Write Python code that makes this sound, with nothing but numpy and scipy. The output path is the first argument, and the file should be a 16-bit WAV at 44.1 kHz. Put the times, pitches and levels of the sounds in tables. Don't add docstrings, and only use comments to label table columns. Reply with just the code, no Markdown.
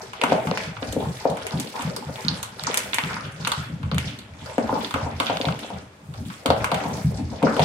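import sys
import numpy as np
from scipy import signal
from scipy.fft import rfft, irfft
from scipy.io import wavfile

SR = 44100
rng = np.random.default_rng(int(sys.argv[2]) if len(sys.argv) > 2 else 0)


def elevation(decibels):
    levels = np.asarray(decibels, float)
    return 10 ** (levels / 20)


def transcribe(signal):
    frames = np.atleast_2d(signal).T
    limited = np.clip(frames, -1, 1)
    pcm = np.round(limited * 32767).astype(np.int16)
    wavfile.write(sys.argv[1], SR, pcm)


N = 336924

# (time [s], peak [dB], wall pitch [Hz], echo share [dB])
BOTTLE_KNOCKS = [(0.214, -22.5, 1000, -9), (0.321, -5.5, 600, -4.5), (0.514, -16, 523, -5),
                 (0.568, -29, 530, 1), (1.254, -7, 580, -3.5), (1.309, -23, 630, 4),
                 (1.531, -29.5, 683, 1.5), (2.699, -21, 454, -11), (2.984, -17, 990, -6),
                 (3.109, -24.5, 1180, -4), (3.167, -21.5, 1180, -5), (3.471, -17, 1320, -22),
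                 (4.727, -23.5, 1080, -3), (4.96, -20, 514, -4), (5.298, -14, 660, 0),
                 (5.445, -18.5, 654, -2.5), (5.646, -27, 575, -8), (5.703, -27.5, 690, 2.5),
                 (6.503, -4.5, 610, -4), (6.643, -15.5, 1070, -11), (6.718, -16, 680, 8),
                 (7.421, -23, 720, 8.5), (7.469, -17.5, 1220, 0.5), (7.594, -8, 650, -1.5)]
# (time [s], peak [dB], wall pitch [Hz], echo share [dB])
BOTTLE_BOUNCES = [(0.235, -15, 680, -2), (0.823, -23, 550, -1), (0.93, -25.5, 490, -4),
                  (0.965, -15, 458, -3), (1.794, -27.5, 930, 6.5), (2.094, -27.5, 576, -5),
                  (2.677, -26.5, 910, 0), (3.915, -29, 510, 2), (3.98, -22.5, 1360, -29),
                  (4.581, -10.5, 560, -3.5), (4.727, -18, 523, -1), (4.942, -17.5, 1090, -3.5),
                  (5.064, -24, 720, 2), (5.201, -22, 610, 1.5), (5.402, -20, 534, -5), (5.469, -25, 623, 4),
                  (6.457, -16, 550, 0), (6.853, -21.5, 730, 0.5), (7.327, -30, 584, 10),
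                  (7.435, -11, 520, 2), (7.567, -23, 486, 5)]
AIR_TONE_HZ = 245.4
KNOCK_AIR_DB, BOUNCE_AIR_DB = -17, -5

# (time [s], peak [dB], floor pitch [Hz])
TILE_THUMPS = [(0.248, -33, 226), (0.315, -21, 185), (0.469, -19.5, 181), (0.673, -28.5, 150),
               (0.957, -22.5, 224), (1.068, -21.5, 142), (1.295, -25, 162), (1.537, -20, 151),
               (1.849, -20.5, 158), (2.067, -26, 127), (2.247, -22, 186), (2.296, -24, 163),
               (2.623, -31.5, 133), (3.034, -25, 153), (3.106, -32, 125), (3.242, -30.5, 130),
               (3.345, -35.5, 136), (3.4, -27, 149), (3.575, -23.5, 122), (3.698, -28, 194),
               (3.72, -26.5, 140), (3.836, -20, 108), (3.924, -17, 166), (3.959, -21, 106),
               (4.046, -25, 122), (4.304, -35.5, 102), (4.418, -33, 108)]
# (time [s], peak [dB], floor pitch [Hz])
BOARD_THUMPS = [(4.585, -26, 226), (4.771, -26, 237), (4.937, -28, 101), (5.026, -22, 107),
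                (5.136, -27.5, 96), (5.333, -30, 173), (5.469, -18, 142), (5.738, -32, 103),
                (6.086, -30, 129), (6.184, -27, 101), (6.26, -27, 195), (6.485, -20.5, 106),
                (6.728, -24.5, 168), (6.856, -25.5, 165), (6.923, -26, 121), (7.045, -13, 140),
                (7.14, -30, 146), (7.226, -23, 97), (7.429, -13.5, 219), (7.6, -15, 147)]

# (time [s], peak [dB], pitch [Hz], edge [dB])
PLASTIC_CRACKS = [(0.1329, -29.5, 2550, -1), (0.2364, -10.5, 2480, -2), (0.3206, -21.5, 2670, -2.5),
                  (0.4708, -24, 2680, -3), (0.767, -31.5, 2580, -17), (0.827, -34, 2600, -18),
                  (1.37, -29, 2880, 2), (1.9635, -28.5, 5200, 12.5), (2.4289, -28.5, 4030, 15.5),
                  (2.6686, -18, 6540, -40), (2.7731, -26, 3700, 23), (3.473, -17, 3470, 7.5),
                  (3.5178, -14.5, 3830, 1.5), (3.8297, -31.5, 2580, -9), (3.9143, -24.5, 3600, -11),
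                  (4.4597, -35.5, 5030, 0), (4.5808, -23.5, 1900, -4), (4.9084, -26.5, 3670, 1),
                  (4.9403, -16.5, 2650, -4), (5.2004, -11.5, 3150, -2.5), (5.4848, -21.5, 3020, -29),
                  (6.1384, -38.5, 3630, 0), (6.3001, -33.5, 2730, -13), (6.4592, -14.5, 3650, 1.5),
                  (6.5026, -14, 3620, -7), (6.6435, -14.5, 2380, 1.5), (6.7161, -17, 3400, -3),
                  (7.427, -22, 2600, -3), (7.5656, -24.5, 3540, 0)]
# (time [s], peak [dB], pitch [Hz], edge [dB])
CLAW_TICKS = [(0.2149, -13.5, 2310, -8), (0.5737, -17, 2220, -6.5), (0.9247, -34, 4040, 16.5),
              (1.2994, -38, 4140, 11.5), (1.4671, -22, 2880, 5), (1.574, -32, 3830, -14),
              (1.5987, -41, 3800, 26.5), (1.6716, -29.5, 3750, -4), (1.7938, -35, 3400, 2),
              (1.8082, -26, 2820, -6), (1.8208, -32, 2940, 11.5), (2.1575, -29, 2800, -17),
              (2.2827, -11.5, 4260, -28), (2.7427, -16.5, 3200, 9), (2.9324, -12.5, 2600, -19),
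              (2.9433, -17, 3260, 10), (2.9842, -9, 2400, -8), (3.4488, -14, 3280, -11),
              (3.945, -27, 3200, 2), (3.982, -14.5, 2850, 0.5), (4.1883, -33, 3900, 3.5),
              (4.8462, -20.5, 3700, -38), (5.2995, -23, 2770, -24), (5.4132, -17, 3250, -33),
              (5.453, -19, 2900, -27), (5.5907, -28.5, 3280, 3.5), (6.7439, -15, 2840, -2),
              (6.8368, -28, 2900, -22), (7.5945, -14, 3000, -5)]
# (time [s], peak [dB], pitch [Hz], edge [dB])
PAD_CLAW_TICKS = [(0.512, -16, 3250, -40), (1.17, -32, 3700, -23), (1.508, -27.5, 4580, -15),
                  (1.8988, -30, 4670, -25), (2.2488, -27, 4480, -16), (2.595, -22.5, 4160, -8),
                  (2.6364, -24.5, 5100, 9), (3.037, -18, 2820, -24), (3.4276, -33, 3400, -24),
                  (5.3702, -16.5, 3360, -33), (5.5084, -35, 3120, -26), (5.5238, -25, 3040, -23)]
SNAP_BODY_HZ, SNAP_EDGE_HZ, CRACK_S = 1190, 10000, 0.00055
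CRACK_BODY_DB, CLAW_BODY_DB, PAD_BODY_DB = -1.5, -16.5, -7.0
ECHO_AT_FULL_DB, ECHO_PER_DB, PAD_ECHO_DB = -2, -0.17, -19

# (time [s], level [dB], weight on the floor [dB], claw sharpness [dB])
TILE_SCUFFLES = [(-0.03, -33.5, 2.5, -4), (0.301, -24, -23, -11.5), (0.45, -29.5, -0.5, -14),
                 (0.598, -29.5, -3, -5.5), (0.85, -44.5, 15, 5), (1.0, -33, 4, -14.5), (1.13, -43.5, -1, 3),
                 (1.24, -36, 2, -8.5), (1.4, -35, -10, -8.5), (1.55, -31.5, 3, -8), (1.79, -35, -16, -2.5),
                 (1.9, -34, 2, -13), (2.05, -35, -4, -9.5), (2.2, -37.5, -14, -1.5), (2.349, -37, 6, -0.5),
                 (2.61, -37.5, 2, -2), (2.72, -33, -25, 0.5), (2.87, -39, 2, -0.5), (3.1, -33, 3, -1),
                 (3.24, -42, 8.5, -1), (3.42, -33.5, 4.5, -7.5), (3.58, -41.5, 4, 2.5), (3.85, -43, 16, -8),
                 (4.05, -40.5, 7, 1.5), (4.17, -60.5, 27.5, -2), (4.4, -45, 7.5, -4)]
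# (time [s], level [dB], weight on the floor [dB], claw sharpness [dB])
BOARD_SCUFFLES = [(4.47, -36.5, -9, -5.5), (4.682, -27, 0, -13), (4.85, -33.5, -4, -8),
                  (5.0, -29, -15, -13.5), (5.25, -39.5, 7, 5), (5.45, -32.5, -4, -14), (5.62, -37.5, 0, -3),
                  (5.75, -43, 7, -7.5), (6.151, -46.5, 18, -12), (6.318, -53.5, 7, 8),
                  (6.6, -27, -3.5, -14.5), (6.8, -31, 3, -8.5), (6.951, -33, 10.5, -6.5),
                  (7.151, -36.5, 15, -10.5), (7.298, -39.5, 13.5, -9), (7.5, -34, 8, -3.5),
                  (7.64, -22, -12, -5.5)]
RUSTLE_DB, RUSTLE_FOLLOWS = -20.5, 0.7
SCUFFLE_RISE_DB_PER_S, SCUFFLE_FALL_DB_PER_S = 119, 120.0

# (time [s], level [dB])
PAD_DRAGS = [(0.45, -43), (1.0, -41), (1.2, -42.5), (1.7, -40.5), (1.95, -59), (2.2, -40.5), (2.85, -37),
             (3.0, -39), (4.85, -39), (5.45, -38.5), (6.05, -57), (6.3, -44.5), (6.55, -43), (6.95, -40),
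             (7.05, -40.5)]
DRAG_RISE_DB_PER_S, DRAG_FALL_DB_PER_S = 79, 117
HOLD_S, FLUTTER_DB = 0.023, 2.5

# (frequency [Hz], density [dB per Hz])
HUSH_SPECTRUM = [(15, -52), (25, -5), (134, -2), (500, -7.5), (1400, -18.5), (5570, -32), (13200, -37.5),
                 (16000, -32)]
HUSH_DB = -53
# (frequency [Hz], decay time [s])
HALL_DECAY = [(100, 0.22), (300, 0.45), (800, 0.32), (2000, 0.58), (5000, 0.24), (13000, 0.25)]
# (frequency [Hz], side over mid [dB])
SIDE_SHARE = [(60, -39), (125, -22), (250, -13.5), (500, -8), (1000, 0), (4000, 0), (13000, 0.5)]
# (frequency [Hz], left over right [dB])
PORT_TILT = [(60, -0.5), (500, 2), (1000, 1.5), (2000, 1.3), (4000, -2.5), (8000, -0.8), (13000, 5)]
# (frequency [Hz], gain [dB])
MIC_COLOUR = [(30, 1), (110, 0), (200, -1), (370, -2), (600, 0.5), (1900, 2.5), (8000, 3), (15500, -10.5)]
HALF_OCTAVE_EDGES_HZ = 28 * 2 ** np.arange(0, 9.4, .5)


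def bottle():
    near, sent = np.zeros(N), np.zeros(N)
    for rows, air_db in ((BOTTLE_KNOCKS, KNOCK_AIR_DB), (BOTTLE_BOUNCES, BOUNCE_AIR_DB)):
        for s, peak_db, wall_hz, echo_db in rows:
            for out, extra_db in ((near, 0), (sent, min(echo_db, 3))):
                wall_db = peak_db + extra_db
                add_contact(out, s, wall_db, wall_hz, cycles=2.2)
                add_contact(out, s + 0.00088, wall_db + air_db - 1.5, AIR_TONE_HZ, cycles=3.1)
    direct = near * elevation([[1.2], [-1.2]])
    echo = hall(sent, echo_db=5.0, gap_s=0.00078, lumpy_db=1.0, close_db=4.0, close_s=0.017)
    knock = direct + echo
    return knock - .45 * band(knock, 310, 430)


def paws():
    near = np.zeros(N)
    for s, peak_db, floor_hz in TILE_THUMPS + BOARD_THUMPS:
        add_contact(near, s, peak_db, floor_hz, cycles=2.09)
    return near + hall(near, echo_db=5.0, gap_s=0.0076, lumpy_db=1.0, close_db=9.5, close_s=0.26)


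def snaps():
    near, sent = np.zeros((2, N + 1024)), np.zeros(N + 1024)
    rise = np.arange(512) / SR / CRACK_S
    crack_shape = rise * np.exp(1 - rise)
    kinds = ((PLASTIC_CRACKS, CRACK_BODY_DB, 0),
             (CLAW_TICKS, CLAW_BODY_DB, 0),
             (PAD_CLAW_TICKS, PAD_BODY_DB, PAD_ECHO_DB))
    for rows, body_db, damp_db in kinds:
        for s, peak_db, hz, edge_db in rows:
            tip = snap_tip(peak_db, hz, edge_db, body_db)
            splinter = rng.standard_normal((2, 512)) * crack_shape
            crack = signal.fftconvolve(tip[None], splinter, axes=1)
            echo_db = min(ECHO_AT_FULL_DB + ECHO_PER_DB * peak_db, 6) + damp_db
            at = round(s * SR)
            near[:, at:at + 1024] += elevation([[-14.5], [-13.5]]) * crack
            sent[at:at + 513] += tip * elevation(echo_db)
    return near[:, :N] + hall(sent[:N], echo_db=0, gap_s=.002, lumpy_db=2.5, close_db=4.0, close_s=.05)


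def snap_tip(peak_db, hz, edge_db, body_db):
    tip = np.zeros(513)
    ring_cycles = np.clip(1.4 * (hz / 3300) ** 4, 1.4, 3.5)
    add_contact(tip, 0, peak_db, hz, ring_cycles)
    add_contact(tip, .001, peak_db + body_db, SNAP_BODY_HZ, cycles=2.59)
    add_contact(tip, 0, peak_db + edge_db + 3, SNAP_EDGE_HZ, cycles=.9)
    return tip


def scrabble():
    bodies = [(69, 294, 83), (366, 1041, 180), (1100, 5860, 490), (5400, 13800, 750)]
    near = 0
    for gain, (low_hz, high_hz, per_s) in zip(scuffle_gains(), bodies):
        sizes = grain_sizes(N, 4.0, per_s)
        mid = rng.choice([-1, 1], N)
        side = rng.standard_normal(N) * elevation(at_hz(SIDE_SHARE, np.sqrt(low_hz * high_hz)))
        clicks = sizes * np.array([mid + side, mid - side])
        dealt = rng.integers(0, 4, N)
        edges = np.geomspace(low_hz, high_hz, 5)
        grains = 0
        for k in range(4):
            pitched = band(clicks * (dealt == k) + 1e-18, edges[k], edges[k + 1])
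            grains = grains + pitched / np.sqrt(edges[k])
        near = near + rms_one(grains) * gain * elevation(-10.5)
    return near + hall(near[0], echo_db=2, gap_s=.002, lumpy_db=1.5, close_db=0, close_s=.05)


def scuffle_gains():
    s, level_db, weight_db, sharp_db = np.transpose(TILE_SCUFFLES + BOARD_SCUFFLES)
    scratch_db = level_db + sharp_db
    rustle_db = RUSTLE_DB + RUSTLE_FOLLOWS * scratch_db
    peaks_db = [level_db + weight_db, level_db, scratch_db, rustle_db]
    return [swells(s, db, SCUFFLE_RISE_DB_PER_S, SCUFFLE_FALL_DB_PER_S) for db in peaks_db]


def pads():
    grains = grain_sizes((2, N), 3.0, 3000) * rng.choice([-1, 1], (2, N))
    hiss = rms_one(band(grains, low_hz=7700.0, high_hz=20100.0))
    s, level_db = np.transpose(PAD_DRAGS)
    return hiss * elevation(-8.0) * swells(s, level_db, DRAG_RISE_DB_PER_S, DRAG_FALL_DB_PER_S)


def house_hush():
    noise = diffuse(N, lambda hz: elevation(at_hz(HUSH_SPECTRUM, hz)))
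    return elevation(HUSH_DB) * rms_one(noise)


def hall(x, echo_db, gap_s, lumpy_db, close_db, close_s):
    t = np.arange(SR * 3 // 4) / SR
    lumps = elevation(lumpy_db * np.repeat(rng.standard_normal(len(t) // 64 + 1), 64)[:len(t)])
    close = elevation(close_db - 60 * t / close_s)
    onset = np.clip(t / gap_s - 1, 0, 1)

    def decay(hz):
        return close + elevation(-60 * t / at_hz(HALL_DECAY, hz)) * onset

    answer = diffuse(len(t), decay) * lumps
    answer = answer / np.sqrt(np.sum(answer ** 2) / 2)
    return elevation(echo_db) * signal.fftconvolve(x[None], answer, axes=1)[:, :N]


def diffuse(length, gain_of_band):
    out = 0
    white = rng.standard_normal((2, 2, length))
    for k, (low, high) in enumerate(zip(HALF_OCTAVE_EDGES_HZ, HALF_OCTAVE_EDGES_HZ[1:])):
        mid, side = band(white[k % 2], low, high)
        hz = np.sqrt(low * high)
        stereo = mid + elevation(at_hz(SIDE_SHARE, hz)) * side * np.array([[1], [-1]])
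        out = out + gain_of_band(hz) * stereo
    return out


def add_contact(out, s, peak_db, hz, cycles):
    cycles = max(cycles, .5)
    turns = np.arange(int(3 * cycles * SR / hz)) * hz / SR
    swell = turns * 3 / cycles
    pulse = elevation(peak_db) * (swell * np.exp(1 - swell)) ** 2 * np.sin(2 * np.pi * turns)
    at = max(round(s * SR), 0)
    out[..., at:at + len(pulse)] += pulse[:N - at]


def grain_sizes(shape, spread_db, per_s):
    sizes = elevation(spread_db * np.minimum(rng.exponential(1, shape), 3.5))
    return sizes * (rng.random(shape) < per_s / SR)


def swells(s, peak_db, rise_db, fall_db):
    t = np.arange(0, N, 64) / SR
    late = t[:, None] - s
    shape_db = np.where(late < 0, rise_db * late, -fall_db * np.maximum(late - HOLD_S, 0))
    flutter = elevation(FLUTTER_DB * np.repeat(rng.standard_normal(len(t) // 12 + 1), 12)[:len(t)])
    gain = np.sqrt(np.sum(elevation(shape_db + peak_db) ** 2, axis=1))
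    return np.interp(np.arange(N) / SR, t, flutter * gain)


def rms_one(x):
    return x / np.sqrt(np.mean(x ** 2) + 1e-20)


def at_hz(points, hz):
    table_hz, value = np.transpose(points)
    return np.interp(np.log(hz), np.log(table_hz), value)


def band(x, low_hz, high_hz):
    sos = signal.butter(2, [low_hz, min(high_hz, .45 * SR)], "band", fs=SR, output="sos")
    return signal.sosfilt(sos, x)


def scene():
    return bottle() + paws() + snaps() + scrabble() + pads() + house_hush()


def low_pass(x):
    return signal.sosfilt(signal.butter(12, 16490, fs=SR, output="sos"), x)


def record(dry):
    hz = np.fft.rfftfreq(N, 1 / SR) + 1
    tilt = elevation(at_hz(MIC_COLOUR, hz) + at_hz(PORT_TILT, hz) * np.array([[.5], [-.5]]))
    ports = irfft(rfft(dry, axis=1) * tilt, N, axis=1)
    ports = signal.sosfilt(signal.butter(2, 65, "high", fs=SR, output="sos"), ports)
    ports = signal.sosfilt(signal.cheby2(10, 50, 16800, fs=SR, output="sos"), ports)
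    mix = 1.675 * np.tanh(ports / 1.177)
    return low_pass(mix)


dry = scene()
out = record(dry)
transcribe(out)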